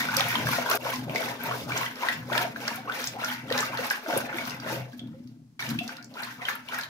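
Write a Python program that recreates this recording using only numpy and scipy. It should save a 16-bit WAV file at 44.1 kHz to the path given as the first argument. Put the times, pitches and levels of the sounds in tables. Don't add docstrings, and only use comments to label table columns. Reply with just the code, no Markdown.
import sys
import numpy as np
from scipy import signal
from scipy.fft import rfft, irfft, next_fast_len
from scipy.io import wavfile

SR = 44100
rng = np.random.default_rng(int(sys.argv[2]) if len(sys.argv) > 2 else 0)


def gain_from_db(level_db):
    decades = np.asarray(level_db, float) / 20
    return 10 ** decades


def wav_out(sig):
    wavfile.write(sys.argv[1], SR, np.round(np.clip(np.atleast_2d(sig).T, -1, 1) * 32767).astype(np.int16))


N = 303849


def evened(x):
    return x / np.sqrt(np.mean(x ** 2) + 1e-20)


def read(points, hz):
    point_hz, value = np.transpose(points)
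    return np.interp(np.log(hz + 1), np.log(point_hz + 1), value)


def shaped(x, gain):
    size = next_fast_len(x.shape[-1] + 2048)
    spectrum = rfft(x, size) * gain(np.fft.rfftfreq(size, 1 / SR))
    return irfft(spectrum, size)[..., :x.shape[-1]]


def modes(peaks, hz):
    return sum(gain_from_db(db) * 1j * hz * width / (f ** 2 - hz ** 2 + 1j * hz * width) for f, width, db in peaks)


def add(mix, start_s, sound):
    part = mix[round(start_s * SR):][:len(sound)]
    part += sound[:len(part)]


def blip(hz, t60_s, rise, onset_s):
    t = np.arange(int(t60_s * SR) + 8) / SR
    swing = np.sin(2 * np.pi * hz * (t + 0.5 * rise * t ** 2 / t60_s))
    return swing * gain_from_db(-60 * t / t60_s) * (1 - np.exp(-t / onset_s))


def crack(noise, hz, width, t60_s):
    both = noise[0] + 1.8 * noise[1:]
    burst = shaped(both, lambda f: modes([(hz, width * hz, 0)], f) ** 2)
    t = np.arange(noise.shape[1]) / SR
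    return (evened(burst) * gain_from_db(-60 * t / t60_s) * (1 - np.exp(-t / 0.00081))).T


# (freq_hz, density_db)
AIR_SPECTRUM = [(20, 2.5), (60, -6.5), (100, 2.5), (300, -6.5), (700, -13), (3200, -19.5), (5500, -17),
                (8000, -22.5), (16500, -29.5)]


def kitchen_air():
    noise = rng.standard_normal((2, N))
    return gain_from_db(-70.5) * evened(shaped(noise, lambda f: gain_from_db(read(AIR_SPECTRUM, f))))


# (freq_hz, t60_s)
KITCHEN_DECAY = [(200, 0.1), (800, 0.27), (3000, 0.25), (12000, 0.1)]


def kitchen(x):
    length, spacing = SR // 3, 20
    taps = np.zeros((4, length))
    at = np.arange(100, length - 20, spacing) + rng.integers(0, spacing, (4, (length - 101) // spacing))
    np.put_along_axis(taps, at, rng.choice([-1., 1.], at.shape), 1)
    hz, t, z = signal.stft(taps, SR, nperseg=128)
    decay = gain_from_db(-60 * t / read(KITCHEN_DECAY, hz)[:, None])
    tail = signal.istft(z * decay, SR, nperseg=128)[1]
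    tail /= np.linalg.norm(tail[0])
    phase = np.arange(4)[:, None] // 2 * np.pi / 2
    fed = x * np.cos(2 * np.pi * 3.1 * np.arange(len(x)) / SR + phase)
    wet = signal.oaconvolve(fed, tail, axes=1)[:, :len(x)]
    return wet.reshape(2, 2, -1).sum(0)


# (time_s, frame_level_db, top_level_db)
TABLE_SHAKING = [(0.0, -44, -41), (0.04, -45, -38), (0.31, -39.5, -50.5), (0.38, -42.5, -33),
                 (0.44, -34, -37), (0.8, -58, -50.5), (1.09, -41, -40), (1.42, -52, -47),
                 (1.67, -36.5, -41.5), (2.01, -61, -51), (2.19, -42.5, -48), (2.3, -48, -44),
                 (3.03, -53.5, -48.5), (3.84, -48.5, -45), (4.05, -80, -56.5), (4.16, -41.5, -37.5),
                 (4.28, -52, -47.5), (4.81, -41.5, -44), (4.91, -49, -64), (4.95, -62, -44),
                 (5.078, -44, -42.5), (5.58, -62.5, -63.5), (5.72, -37.5, -34), (5.95, -59, -51),
                 (6.81, -58.5, -56), (6.89, -57, -70)]
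# (mode_hz, width_hz, level_db)
TABLE_MODES = [
    [(125.84, 3.5, 2.5), (149.6, 17, -7), (185, 3.2, -18.5)],
    [(225, 0.76, 13.5), (247.8, 10.8, 10.5), (283, 9.3, 0.5)],
]


def table():
    time_s, *levels_db = np.transpose(TABLE_SHAKING)
    out = np.zeros((2, N))
    for peaks, level_db in zip(TABLE_MODES, levels_db):
        knocks = rng.random(N) < 500 / SR
        rattle = (rng.standard_normal(N) + 0.099 * rng.standard_normal((2, N))) * knocks
        rattle = rattle * gain_from_db(1.84 * np.minimum(rng.exponential(1, N), 4))
        hum = shaped(rattle, lambda f: modes(peaks, f) / (1 + (f / 380) ** 6) / (1 + (65 / (f + 1)) ** 4))
        out += gain_from_db(np.interp(np.arange(N) / SR, time_s, level_db)) * evened(hum)
    return out


# (start_s, level_db, centre_hz)
STEEL_TICKS = [(0.1664, -14, 5100), (0.168, -19.5, 11500), (0.195, -23, 5600), (0.206, -14, 3340),
               (0.285, -27, 12300), (0.352, -29, 3100), (0.488, -30, 11800), (0.6985, -22, 11700),
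               (0.698, -25.5, 4100), (0.7123, -18.5, 5000), (0.754, -21, 13000), (0.904, -31.5, 12500),
               (0.958, -29, 5160), (1.095, -31, 2500), (1.148, -31, 4450), (1.157, -25.5, 4700),
               (1.4354, -28.5, 13200), (1.775, -22, 6150), (1.956, -38, 4730), (2.085, -27, 3730),
               (2.0915, -35, 12000), (2.3273, -27.5, 3650), (2.377, -14, 3320), (2.428, -33, 12500),
               (2.6786, -21, 4960), (2.758, -32.5, 12100), (2.922, -31, 3570), (3.041, -24.5, 5700),
               (3.072, -21, 5740), (3.2452, -24.5, 5500), (3.288, -34, 13600), (3.5013, -32, 4600),
               (3.524, -20, 3620), (3.577, -18, 4870), (3.605, -21.5, 6540), (3.7728, -28, 4140),
               (3.8673, -30, 12200), (3.901, -23.5, 5300), (3.912, -29, 12500), (4.1749, -20, 10800),
               (4.372, -35, 10500), (4.4515, -31, 4800), (4.496, -29, 4660), (4.506, -34, 5330),
               (4.6, -36, 4600), (4.694, -35, 3150), (4.9305, -50, 4900), (5.072, -48, 3200),
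               (5.2738, -48.5, 4350), (5.624, -31, 3530), (5.69, -30.5, 5960), (5.712, -43, 12500),
               (5.789, -26.5, 3280), (5.8778, -28.5, 4700), (5.9675, -34.5, 4120), (6.026, -41, 5000),
               (6.044, -38.5, 6300), (6.1393, -40, 4220), (6.2037, -45, 7040), (6.221, -38, 12500),
               (6.2334, -28, 4220), (6.246, -41, 8140), (6.49, -33, 11700), (6.553, -37, 12500),
               (6.686, -29, 2930), (6.7437, -33.5, 5950), (6.785, -31.5, 12000), (6.8104, -28, 4700),
               (6.834, -28, 3830)]


def ticks():
    out = np.zeros((N, 2))
    for start_s, level_db, hz in STEEL_TICKS:
        noise = rng.standard_normal((3, 1024))
        add(out, start_s, gain_from_db(level_db + 2.5) * crack(noise, hz, width=0.44, t60_s=0.015))
        add(out, start_s, gain_from_db(level_db - 13.0) * crack(noise[::-1], 11500.0, width=1.0, t60_s=0.023))
    return out.T


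# (start_s, level_db, pitch_hz at the start, t60_s)
SINGLE_BUBBLES = [(0.087, -18.5, 1420, 0.04), (0.139, -19.5, 1583, 0.028), (0.172, -26.5, 531, 0.19),
                  (0.197, -14.5, 1180, 0.023), (0.204, -24.5, 774, 0.1), (0.354, -17.5, 953, 0.036),
                  (0.353, -19.5, 3020, 0.037), (0.469, -13.5, 1580, 0.018), (0.488, -15, 1057, 0.024),
                  (0.583, -13.5, 620, 0.03), (0.66, -21.5, 927, 0.046), (0.703, -22, 1086, 0.046),
                  (0.715, -10, 1316, 0.021), (0.749, -13.5, 634, 0.023), (0.851, -18, 516, 0.042),
                  (1.0955, -23.5, 603, 0.035), (1.147, -25, 420, 0.093), (1.159, -15, 2090, 0.028),
                  (1.204, -17, 615, 0.039), (1.511, -14.5, 1033, 0.022), (1.699, -26, 990, 0.028),
                  (1.705, -22, 1474, 0.033), (1.719, -21, 2257, 0.047), (1.862, -21.5, 1920, 0.032),
                  (2.0315, -17.5, 950, 0.056), (2.0858, -10, 1820, 0.015), (2.096, -36, 1940, 0.06),
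                  (2.3, -25, 1020, 0.024), (2.306, -28.5, 335, 0.078), (2.375, -22, 944, 0.06),
                  (2.378, -14, 1644, 0.032), (2.404, -26.5, 700, 0.17), (2.448, -21.5, 652, 0.065),
                  (2.56, -22, 1530, 0.024), (2.68, -14, 1550, 0.016), (2.709, -22, 884, 0.032),
                  (2.779, -34.5, 736, 0.11), (2.874, -28.5, 1073, 0.11), (2.884, -25, 1200, 0.035),
                  (2.896, -19, 1415, 0.04), (3.165, -26, 756, 0.049), (3.238, -17.5, 1375, 0.035),
                  (3.502, -24, 1810, 0.036), (3.511, -17, 482, 0.037), (3.628, -19, 1184, 0.036),
                  (3.79, -18, 490, 0.038), (3.908, -9.5, 1560, 0.019), (4.06, -28, 605, 0.054),
                  (4.061, -24, 1480, 0.019), (4.081, -25.5, 307, 0.087), (4.098, -24, 650, 0.025),
                  (4.098, -25, 960, 0.026), (4.126, -23.5, 1466, 0.047), (4.134, -14.5, 567, 0.031),
                  (4.162, -14.5, 325, 0.033), (4.162, -19, 529, 0.072), (4.327, -26.5, 1430, 0.04),
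                  (4.341, -28, 319, 0.084), (4.385, -18.5, 2135, 0.027), (4.717, -30, 317, 0.15),
                  (4.724, -18.5, 514, 0.03), (4.931, -41.5, 1590, 0.043), (4.993, -31, 3250, 0.027),
                  (5.026, -56, 3310, 0.12), (5.139, -47, 514, 0.24), (5.594, -27.5, 2180, 0.058),
                  (5.624, -23, 1700, 0.034), (5.665, -26, 2830, 0.022), (5.696, -24.5, 235.6, 0.09),
                  (5.748, -34.5, 1520, 0.045), (5.788, -21.5, 2590, 0.036), (5.808, -32, 691, 0.17),
                  (5.892, -21.5, 1447, 0.017), (5.983, -35.5, 1380, 0.052), (6.11, -50, 605, 0.18),
                  (6.154, -35, 953, 0.032), (6.17, -31, 1375, 0.044), (6.203, -34, 2300, 0.034),
                  (6.414, -40, 700, 0.15), (6.418, -25.5, 1900, 0.023), (6.452, -21.5, 3035, 0.024),
                  (6.485, -10, 1580, 0.014), (6.552, -28.5, 1320, 0.044), (6.721, -25, 1490, 0.023),
                  (6.741, -27, 1350, 0.03), (6.787, -19.5, 1600, 0.03)]


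def single_bubbles():
    out = np.zeros((N, 2))
    for start_s, level_db, hz, t60_s in SINGLE_BUBBLES:
        noise = rng.standard_normal((3, 1024))
        add(out, start_s, gain_from_db(level_db) * blip(hz, t60_s, rise=0.3, onset_s=1.65 / hz)[:, None])
        add(out, start_s, gain_from_db(level_db - 12.0) * crack(noise, 1.02 * hz, width=0.93, t60_s=0.03))
    return out.T


# (freq_hz, density_db)
LIQUID_COLOUR = [(180, -31.5), (300, -7.5), (420, -5.5), (539, -1.5), (848, -2.5), (923, -11.5),
                 (1090, -8.5), (1550, -1), (4240, -13.5), (5830, -15.5), (8160, -27), (13700, -16),
                 (15700, -10), (16500, -37)]


def swarm(lo_hz, hi_hz, per_s, cycles, spread_db, hiss, scatter, count):
    size = gain_from_db(spread_db * np.minimum(rng.exponential(1, N), 4)) * (rng.random(N) < per_s / SR)
    size = size * (1 + scatter * rng.standard_normal((2, N)))
    kind = rng.integers(0, count, N)
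    bubbles = np.zeros((2, N))
    for k, hz in enumerate(np.geomspace(lo_hz, hi_hz, count)):
        t60_s = cycles * rng.uniform(0.8, 2.8) / hz
        grain = blip(hz, t60_s, rng.uniform(0, 0.45), 2 / hz)
        grain = grain * np.sqrt(hz) / np.linalg.norm(grain)
        at = np.flatnonzero((size[0] != 0) & (kind == k))
        span = (at[:, None] + np.arange(len(grain))).ravel()
        for side in range(2):
            grains = np.outer(size[side, at], grain).ravel()
            bubbles[side] += np.bincount(span, grains, N + len(grain))[:N]

    def edges(f):
        return 1 / (1 + (lo_hz / (f + 1)) ** 6) / (1 + (f / hi_hz) ** 6)

    noise = rng.standard_normal(N) + scatter * rng.standard_normal((2, N))
    fine = shaped(noise, edges)
    mixed = np.sqrt(1 - hiss) * evened(bubbles) + np.sqrt(hiss) * evened(fine)
    return evened(shaped(mixed, lambda f: gain_from_db(read(LIQUID_COLOUR, f)) * np.sqrt(edges(f))))


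# (mode_hz, width_hz, level_db)
POT_MODES = [(424.6, 25, -14), (532.4, 11, -8), (700, 20, -6.5), (927, 5.9, -1), (953, 16.5, -2),
             (1020, 17, -8.5), (1420, 16, -16.5)]


def liquid(froth_db, later_db, large_db, spray_db):
    large = swarm(294.0, 815, per_s=200, cycles=7.6, spread_db=2.0, hiss=0.2, scatter=0.25, count=7)
    froth = swarm(831, 1473, per_s=260, cycles=13.0, spread_db=2.8, hiss=0.16, scatter=0.73, count=14)
    small = swarm(1430, 2554, per_s=350, cycles=17.0, spread_db=2.6, hiss=0.14, scatter=1.0, count=14)
    fizz = swarm(1990, 4000, per_s=550, cycles=20.0, spread_db=3.0, hiss=0.12, scatter=1.0, count=12)
    spray = swarm(3345, 14040, per_s=900, cycles=22.0, spread_db=2.4, hiss=0.68, scatter=1.5, count=18)
    shift_db = 0.11 * np.clip(large_db, -20, 10)
    froth = gain_from_db(shift_db - 1.0) * froth + gain_from_db(later_db - shift_db - 3.5) * small
    surges = shaped(rng.standard_normal((2, N)),
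                    lambda f: 1 / (1 + (f / 30) ** 4) / (1 + (10 / (f + 0.1)) ** 4))
    large_surge_db, froth_surge_db = 1.72 * evened(surges)
    body = gain_from_db(froth_db + large_db + large_surge_db) * large + gain_from_db(froth_db + froth_surge_db) * froth
    ringing = shaped(body, lambda f: gain_from_db(-3.5) + gain_from_db(8.5) * modes(POT_MODES, f))
    fine = gain_from_db(0.54 * spray_db - 1.5) * fizz + gain_from_db(spray_db) * spray
    return ringing + gain_from_db(froth_db + 1.1 * froth_surge_db) * fine


CUTS_S = [0.7755, 5.5925]


def answer_db(start_s, length_s, level_db, climb_db_per_s, change_db, fall_db_per_s):
    t = np.arange(0, N + 32, 32)[:, None] / SR
    since = t - start_s
    held_db = level_db + climb_db_per_s * np.minimum(since, 0) + change_db * np.clip(since / length_s, 0, 1)
    power = gain_from_db(2 * (held_db - fall_db_per_s * np.maximum(since - length_s, 0)))
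    unbroken = np.searchsorted(CUTS_S, t) == np.searchsorted(CUTS_S, start_s + length_s / 2)
    total_db = 10 * np.log10((power * unbroken).sum(1) + 1e-14)
    return np.interp(np.arange(N) / SR, t[:, 0], total_db)


# (start_s, length_s, froth_db, large_db, large_lead_s)
PALM_STROKES = [(-0.032, 0.015, -26.5, -39, 0.027), (0.105, 0.019, -35, -49, 0.035),
                (0.164, 0.052, -31.5, -41.5, -0.024), (0.267, 0.11, -32.5, -41.5, -0.096),
                (0.5, 0.1, -33.5, -41.5, -0.023), (0.697, 0.016, -29.5, -32, -0.012),
                (0.854, 0.046, -33.5, -38.5, 0.011), (1.126, 0.15, -37, -37, 0.026),
                (1.424, 0.075, -35.5, -37.5, -0.045), (1.718, 0.11, -35, -40, 0.02),
                (2.017, 0.072, -32.5, -44.5, 0.0051), (2.329, 0.066, -33, -39, 0.0059),
                (2.63, 0.099, -38.5, -46, 0.025), (2.901, 0.12, -38.5, -44, 0.023),
                (3.214, 0.089, -35, -45.5, 0.065), (3.532, 0.07, -30.5, -39.5, 0.026),
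                (3.738, 0.18, -37, -44.5, 0.034), (4.093, 0.069, -35, -36.5, -0.00097),
                (4.285, 0.22, -39.5, -46.5, 0.033), (4.643, 0.087, -37.5, -41.5, -0.029),
                (4.922, 0.19, -65.5, -63, 0.052), (5.112, 0.21, -76.5, -75, -0.071),
                (5.549, 0.14, -42, -52.5, -0.0078), (5.886, 0.038, -45.5, -53, 0.013),
                (6.195, 0.041, -36.5, -50, 0.05), (6.417, 0.1, -40.5, -53.5, 0.0025),
                (6.726, 0.034, -34.5, -48.5, 0.0022)]
# (start_s, length_s, level_db)
THROWN_SPRAY = [(-0.027, 0.026, -34.5), (0.104, 0.082, -44.5), (0.176, 0.12, -40.5), (0.307, 0.092, -42),
                (0.489, 0.088, -37.5), (0.718, 0.022, -36), (0.864, 0.094, -43), (1.17, 0.12, -43.5),
                (1.437, 0.18, -46.5), (1.732, 0.12, -43.5), (2.023, 0.11, -45.5), (2.356, 0.058, -41),
                (2.619, 0.13, -47), (2.968, 0.092, -43), (3.249, 0.077, -44), (3.56, 0.087, -42),
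                (3.8, 0.13, -43.5), (4.104, 0.09, -43.5), (4.369, 0.14, -47.5), (4.714, 0.01, -41),
                (4.904, 0.079, -64.5), (5.081, 0.23, -74.5), (5.606, 0.096, -46.5), (5.787, 0.14, -55),
                (6.187, 0.14, -53), (6.49, 0.012, -45), (6.732, 0.069, -47.5)]
# (climb_db_per_s, change_db while it lasts, fall_db_per_s)
LARGE_ANSWER = (250, 0.076, 105)
FROTH_ANSWER = (294, 0.09, 157)
SPRAY_ANSWER = (194, 0.24, 180)


def churning():
    start_s, length_s, froth, large, lead_s = np.transpose(PALM_STROKES)
    froth_db = answer_db(start_s, length_s, froth, *FROTH_ANSWER)
    later_db = answer_db(start_s + 0.018, length_s, froth, *FROTH_ANSWER)
    large_db = answer_db(start_s - lead_s, length_s, large, *LARGE_ANSWER)
    spray_db = answer_db(*np.transpose(THROWN_SPRAY), *SPRAY_ANSWER)
    return liquid(froth_db, later_db - froth_db, large_db - froth_db, spray_db - froth_db)


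def scene():
    pot = churning() + single_bubbles() + ticks()
    cut = round(CUTS_S[0] * SR)
    room = np.hstack([kitchen(pot[0, :cut]), kitchen(pot[0, cut:])])
    left, right = pot + table()
    lead = 7
    direct = np.array([np.pad(left[lead:], (0, lead)), right])
    return direct + gain_from_db(-6.5) * room + kitchen_air()


def roll_off(x):
    return signal.sosfilt(signal.butter(12, 17000, fs=SR, output="sos"), x)


# (freq_hz, difference_db)
LEFT_OVER_RIGHT = [(60, 4.5), (150, 1), (380, 3), (950, 1), (2380, 1.0), (5980, -2), (8500, 5.5),
                   (15000, 2.5)]


def record(dry):
    edge_hz, shelf_hz = 15790, 16650
    sides = np.array([[0.5], [-0.5]])

    def limit(f):
        return (0.2 + 1 / (1 + (f / edge_hz) ** 300)) / (1 + (f / shelf_hz) ** 300)

    heard = shaped(dry, lambda f: gain_from_db(sides * read(LEFT_OVER_RIGHT, f)) * limit(f))
    return roll_off(heard)


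dry = scene()
out = record(dry)
wav_out(out)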